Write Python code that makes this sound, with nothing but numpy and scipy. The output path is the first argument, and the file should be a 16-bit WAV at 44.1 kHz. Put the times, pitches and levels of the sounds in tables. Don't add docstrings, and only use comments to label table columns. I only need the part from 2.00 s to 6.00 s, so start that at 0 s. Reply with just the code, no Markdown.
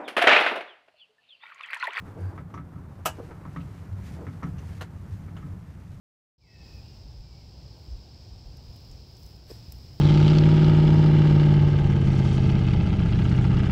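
import sys
import numpy as np
from scipy import signal
from scipy.fft import rfft, irfft
from scipy.io import wavfile
from scipy.ndimage import uniform_filter1d

SR = 44100
rng = np.random.default_rng(int(sys.argv[2]) if len(sys.argv) > 2 else 0)


def wrap_up_sound(samples):
    columns = np.atleast_2d(samples).T
    tamed = np.clip(columns, -1, 1)
    steps = np.round(tamed * 32767).astype(np.int16)
    wavfile.write(sys.argv[1], SR, steps)


N = 176400
T = np.arange(N) / SR


def amp(db):
    return 10 ** (np.asarray(db) / 20)


def evened(x):
    return x / np.sqrt(np.mean(x ** 2) + 1e-20)


def add(mix, start, sound):
    part = mix[max(round(start * SR), 0):][:len(sound)]
    part += sound[:len(part)]


def level(points):
    return amp(np.interp(T, *np.transpose(points)))


def colour(x, points, size=4096):
    hz, db = np.transpose(points)
    log_hz = np.log(abs(np.fft.fftfreq(size, 1 / SR)) + 1)
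    log_gain = np.log(amp(np.interp(log_hz, np.log(hz), db)))
    response = np.exp(np.conj(signal.hilbert(log_gain)))
    taps = np.fft.ifft(response).real
    return signal.fftconvolve(x, taps / np.linalg.norm(taps))[:len(x)]


def drift(rate_hz):
    smoothing = 1 + (np.fft.rfftfreq(N, 1 / SR) / rate_hz) ** 2
    return evened(irfft(rfft(rng.standard_normal(N)) / smoothing, N))


def ring(modes, rise_s):
    t = T[:SR // 2]
    tones = sum(amp(db - 60 * t / fade_s) * np.sin(2 * np.pi * (hz * t + rng.random()))
                for hz, db, fade_s in modes)
    return (1 - np.exp(-t / rise_s)) * tones


def impact(direct, early, fade_s, near_walls_s=0.0027, echo_s=0.0095):
    t = T[:SR // 3]
    noise = rng.standard_normal(len(t))
    dull = signal.sosfiltfilt(signal.butter(4, 10800, fs=SR, output="sos"), noise)
    treble = (noise - dull) * amp(-234 * t)
    burst = 1 + early * np.exp(-(t / near_walls_s) ** 2)
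    out = (dull + treble) * amp(-60 * t / fade_s) * burst
    out /= np.linalg.norm(out)
    out[0] -= direct
    out[round(echo_s * SR)] -= direct
    return out / np.linalg.norm(out)


# frequency in Hz, relative level in dB.
AIR_TONE = [(100, 2), (300, 7), (450, 0.5), (650, -3), (900, -3), (1350, -6), (2000, -15), (3000, -25),
            (5000, -30), (9000, -33), (15000, -36)]
# time in seconds, level in dB.
AIR_LEVEL = [(0, -51), (.25, -49), (.5, -51), (.95, -52.5), (1.2, -49.5), (1.6, -52), (2.7, -51.5),
             (2.95, -54), (3.4, -53), (4, -58.5)]

def shaft_air(flutter_db=1.42):
    air = rng.standard_normal(N) * amp(flutter_db * drift(rate_hz=20))
    return colour(air, AIR_TONE) * level(AIR_LEVEL)


# frequency in Hz, relative level in dB.
CLOTH_TONE = [(500, -10), (1800, 12), (3500, 2.5), (6000, 1), (9000, -4.5), (14000, -8.5), (16000, -19)]
# time in seconds, level in dB.
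CLOTH_LEVEL = [(0, -72.5), (.24, -70.5), (.45, -89), (.9, -74), (1.17, -63), (1.31, -66), (1.4, -72.5),
               (1.48, -64), (1.99, -66), (2.07, -55.5), (2.11, -59), (2.155, -59), (2.19, -63.5),
               (2.54, -66), (2.65, -60.5), (2.78, -59.5), (2.88, -70), (3.13, -62), (3.25, -66.5),
               (4, -66.5)]

def clothes(grain_db=1.5, clump_db=1):
    grain = amp(grain_db * drift(rate_hz=210) + clump_db * drift(rate_hz=13))
    return colour(evened(rng.standard_normal(N) * grain), CLOTH_TONE) * level(CLOTH_LEVEL)


# pitch in Hz, width in Hz, level in dB.
SQUEAK_TONES = [(1590, 150, -60), (4730, 420, -74)]

def sole_squeak(middle_s=0.25, half_length_s=0.075):
    tones = np.zeros(N)
    for hz, width, db in SQUEAK_TONES:
        phase = 2 * np.pi * hz * T
        tones += amp(db) * evened(drift(width / 2) * np.cos(phase) + drift(width / 2) * np.sin(phase))
    return tones * np.exp(-((T - middle_s) / half_length_s) ** 4)


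# start in seconds, pitch in Hz, level in dB.
GRIT_TICKS = [(.205, 9400, -42.5), (0.542, 5860, -33.5), (1.564, 2900, -31.5), (1.605, 2830, -27.5),
              (2.431, 5800, -36), (2.584, 2680, -31), (2.584, 6040, -34), (3.368, 3000, -30.5),
              (3.372, 6900, -41)]

def ticks(width_hz=520):
    out, t = np.zeros(N), T[:SR // 100]
    for start, hz, db in GRIT_TICKS:
        ping = np.exp(-np.pi * width_hz * t) * np.sin(2 * np.pi * hz * t)
        cabin = impact(direct=0.32, early=0.19, fade_s=0.12)
        add(out, start, amp(db) * signal.fftconvolve(cabin, ping / np.linalg.norm(ping)))
    return out


# pitch in Hz, relative level in dB, fade time in seconds.
BUMP_TONES = [(463, 0, 0.15), (410, 0.5, 0.043), (635, 3, 0.026)]
# middle in seconds, about half the length in seconds, level in dB.
SOLE_SCUFFS = [(0.188, 0.023, -44), (0.325, 0.027, -44), (1.195, 0.01, -40.5), (1.216, 0.022, -49),
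               (1.313, 0.012, -45), (2.117, 0.0093, -49), (2.214, 0.032, -42)]
# frequency in Hz, relative level in dB.
SCUFF_TONE = [(120, -14.5), (300, 1), (460, 1), (650, -8), (950, -11.5), (1400, -19.5), (3000, -55),
              (10000, -103)]

def soles(bump_s=1.1995):
    out = np.zeros(N)
    add(out, bump_s, amp(-34.5) * ring(BUMP_TONES, rise_s=0.00081))
    pressure = sum(amp(db) * np.exp(-((T - middle) / half) ** 2 / 2) for middle, half, db in SOLE_SCUFFS)
    return out + pressure * colour(rng.standard_normal(N), SCUFF_TONE)


# start in seconds, ring level in dB, favoured ring pitch in Hz,
# click level in dB, thump level in dB. The levels are relative.
HEEL_TAPS = [(.378, -5, 1320, -7.5, -5.5), (0.5405, 0.5, 1140, -7, -10.5), (.576, -1, 1230, -8, -2),
             (0.758, -12, 1300, -22, -5), (1.309, -7.5, 1350, -10, -18), (1.452, -5, 1110, -11.5, -7),
             (1.562, 0.5, 1300, -4.5, 0), (2.268, -5.5, 1330, -5.5, -3), (2.424, -4, 1190, -24, -9),
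             (2.4304, -0.5, 1330, -0.5, 1.5), (3.282, -18, 1260, -16, -23), (3.366, -14, 1320, -10.5, -20),
             (3.428, -13, 1310, -16, -3.5)]
# pitch in Hz, relative level in dB, fade time in seconds.
HEEL_TONES = [(942, 0, 0.077), (1070, 0.5, 0.052), (1165, -2.5, 0.1), (1294, -3.5, 0.16), (1867, -9, 0.057),
              (2116, -3, 0.091), (2310, -5.5, 0.065)]
FLOOR_TONES = [(91, -24, 0.17), (143, -1, 0.27), (172.8, -7.5, 0.35), (240.3, -11.5, 0.22),
               (281.8, -11.5, 0.33)]
# frequency in Hz, relative level in dB.
HEEL_CLICK_TONE = [(150, 14), (450, 9), (800, 4), (1200, 6), (2200, 1.5), (2700, -11), (3400, -12),
                   (4300, -22.5), (6000, -24), (8000, -32), (15000, -35)]

def heels(drop_db_per_octave=22):
    out = np.zeros(N)
    for start, ring_db, ring_hz, click_db, thump_db in HEEL_TAPS:
        tones = [(hz, db - drop_db_per_octave * abs(np.log2(hz / ring_hz)), fade_s)
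                 for hz, db, fade_s in HEEL_TONES]
        add(out, start, amp(ring_db - 35.5) * ring(tones, rise_s=0.00087))
        click = colour(impact(direct=0.44, early=0.16, fade_s=0.16), HEEL_CLICK_TONE)
        add(out, start, amp(click_db - 9) * click)
        add(out, start, amp(thump_db - 25.5) * ring(FLOOR_TONES, rise_s=0.012))
    return out


# start in seconds, knock level in dB, click level in dB.
LATCH_HITS = [(2.8099, -14.5, -42), (2.8127, -12.5, -22.5), (2.8204, -16.5, -27)]
# frequency in Hz, relative level in dB.
KNOCK_TONE = [(100, -10), (280, -6.5), (580, 2.5), (850, -4.5), (1300, -1.5), (1700, -1.5), (2400, -11),
              (3000, -8), (3500, -17.5), (4200, -13), (5500, -25), (15000, -45)]
CLICK_TONE = [(500, -7), (2500, 3), (7000, 0), (10500, -6), (13500, -6), (16000, -14)]

def latch():
    out = np.zeros(N)
    for start, knock_db, click_db in LATCH_HITS:
        knock = colour(impact(direct=0.37, early=0.92, fade_s=0.13), KNOCK_TONE)
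        click = colour(impact(direct=0.4, early=0.8, fade_s=0.12), CLICK_TONE)
        add(out, start, amp(knock_db) * knock + amp(click_db) * click)
    return out


# seconds after the blow (minus is before), relative level in dB.
CATCH_CRACKS = [(-.003, -13), (.0008, -0.5), (.0054, 0)]
# frequency in Hz, relative level in dB.
BODY_TONE = [(60, -32), (150, -14), (400, -2), (880, 6.5), (1150, 2), (1560, 0.5), (2100, -15), (2850, -9),
             (3300, -36), (6000, -38), (15000, -45)]
CRACK_TONE = [(60, -48), (400, -12), (1500, -2.5), (2900, 12.5), (3300, 4), (4500, 0), (5600, 4.5),
              (6700, 3.5), (7800, 4.5), (8800, -2.5), (9700, 5.5), (10500, -8), (11900, 3), (13500, 6.5),
              (15500, -4)]
# pitch in Hz, relative level in dB, fade time in seconds.
CATCH_TONES = [(510, -5.5, 0.11), (634, -3, 0.14), (744, -4.5, 0.14), (1013, 0, 0.087), (1240, 4, 0.086),
               (1345, -6.5, 0.14), (1415, -4, 0.074), (1654, -7, 0.14), (2880, -10.5, 0.16),
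               (2935, -7.5, 0.14), (7812, -9, 0.095), (9680, -10, 0.083)]
PANEL_TONES = [(157, -1, 0.13), (293, -3.5, 0.2), (373, 4, 0.1)]

def catch_snap(start=1.0566, blow_hz=1090, blow_fade_s=0.019):
    out = np.zeros(N)
    add(out, start, amp(-17) * ring([(blow_hz, 0, blow_fade_s)], rise_s=0.0003))
    add(out, start, amp(1.5) * colour(impact(direct=0.21, early=0.24, fade_s=0.14), BODY_TONE))
    add(out, start, amp(-25) * ring(CATCH_TONES, rise_s=0.0031))
    add(out, start, amp(-37) * ring(PANEL_TONES, rise_s=0.0015))
    for delay, db in CATCH_CRACKS:
        crack = colour(impact(direct=0.16, early=0.7, fade_s=0.13), CRACK_TONE)
        add(out, start + delay, amp(db - 3) * crack)
    return out


def hoist_hum(pitch_hz=94, waver_hz=6.02, waver_db=3.5):
    cycles = np.cumsum(pitch_hz + waver_hz * drift(rate_hz=9.7)) / SR
    strength = amp(waver_db * drift(rate_hz=11))
    return evened(strength * np.sin(2 * np.pi * cycles))


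# frequency in Hz, relative level in dB.
RUMBLE_TONE = [(10, -27.5), (24, -30), (33, -13), (46, -18), (65, -4.5), (88, -1.5), (115, -8), (185, -10),
               (215, -16), (290, -27.5), (380, -40), (700, -63.5)]
# time in seconds, level in dB.
CABIN_LEVEL = [(0, -44), (.6, -42.5), (1.0, -43), (1.4, -44.5), (1.65, -38), (1.85, -42.5), (2.05, -36.5),
               (2.35, -40), (2.55, -35), (2.9, -41.5), (3.15, -38), (3.35, -40.5), (3.55, -38.5),
               (3.72, -43), (4, -40.5)]
# pitch in Hz, width in Hz, strength of the added part in dB.
CABIN_NOTES = [(102.8, 5.2, 0.19), (139.1, 10, 0.54), (170, 11, 2.8), (284.2, 6.8, 3.1)]
# middle in seconds, half the length in seconds, pitch in Hz, level in dB.
CABIN_BOOMS = [(.254, 0.048, 94.4, -25.5), (1.929, 0.019, 95, -25.5), (3.127, 0.015, 92.4, -29.5),
               (3.51, 0.024, 88, -31)]

def cabin_rumble(hum_db=-8.5):
    hz = np.fft.rfftfreq(N, 1 / SR)
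    boost = 1 + sum(amp(db) / (1 + (2 * (hz - pitch) / width) ** 2) for pitch, width, db in CABIN_NOTES)
    shaking = colour(rng.standard_normal(N), RUMBLE_TONE)
    out = evened(irfft(rfft(shaking) * boost, N))
    loudness = level(CABIN_LEVEL)
    out *= loudness / np.sqrt(uniform_filter1d(out ** 2, size=9000))
    for middle, half, pitch, db in CABIN_BOOMS:
        swell = amp(db) * np.exp(-abs((T - middle) / half) ** 3)
        out += swell * np.sin(2 * np.pi * (pitch * T + rng.random()))
    return out + amp(hum_db) * loudness * hoist_hum()


def scene():
    ride = cabin_rumble() + shaft_air()
    passenger = clothes() + heels() + soles() + sole_squeak()
    return (ride + passenger + catch_snap() + latch() + ticks())[None]


def record(dry):
    treble_cut = signal.firwin(401, 15400, window=("kaiser", 8), fs=SR)
    return signal.oaconvolve(dry, treble_cut[None], "same")


dry = scene()
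out = record(dry)
wrap_up_sound(out)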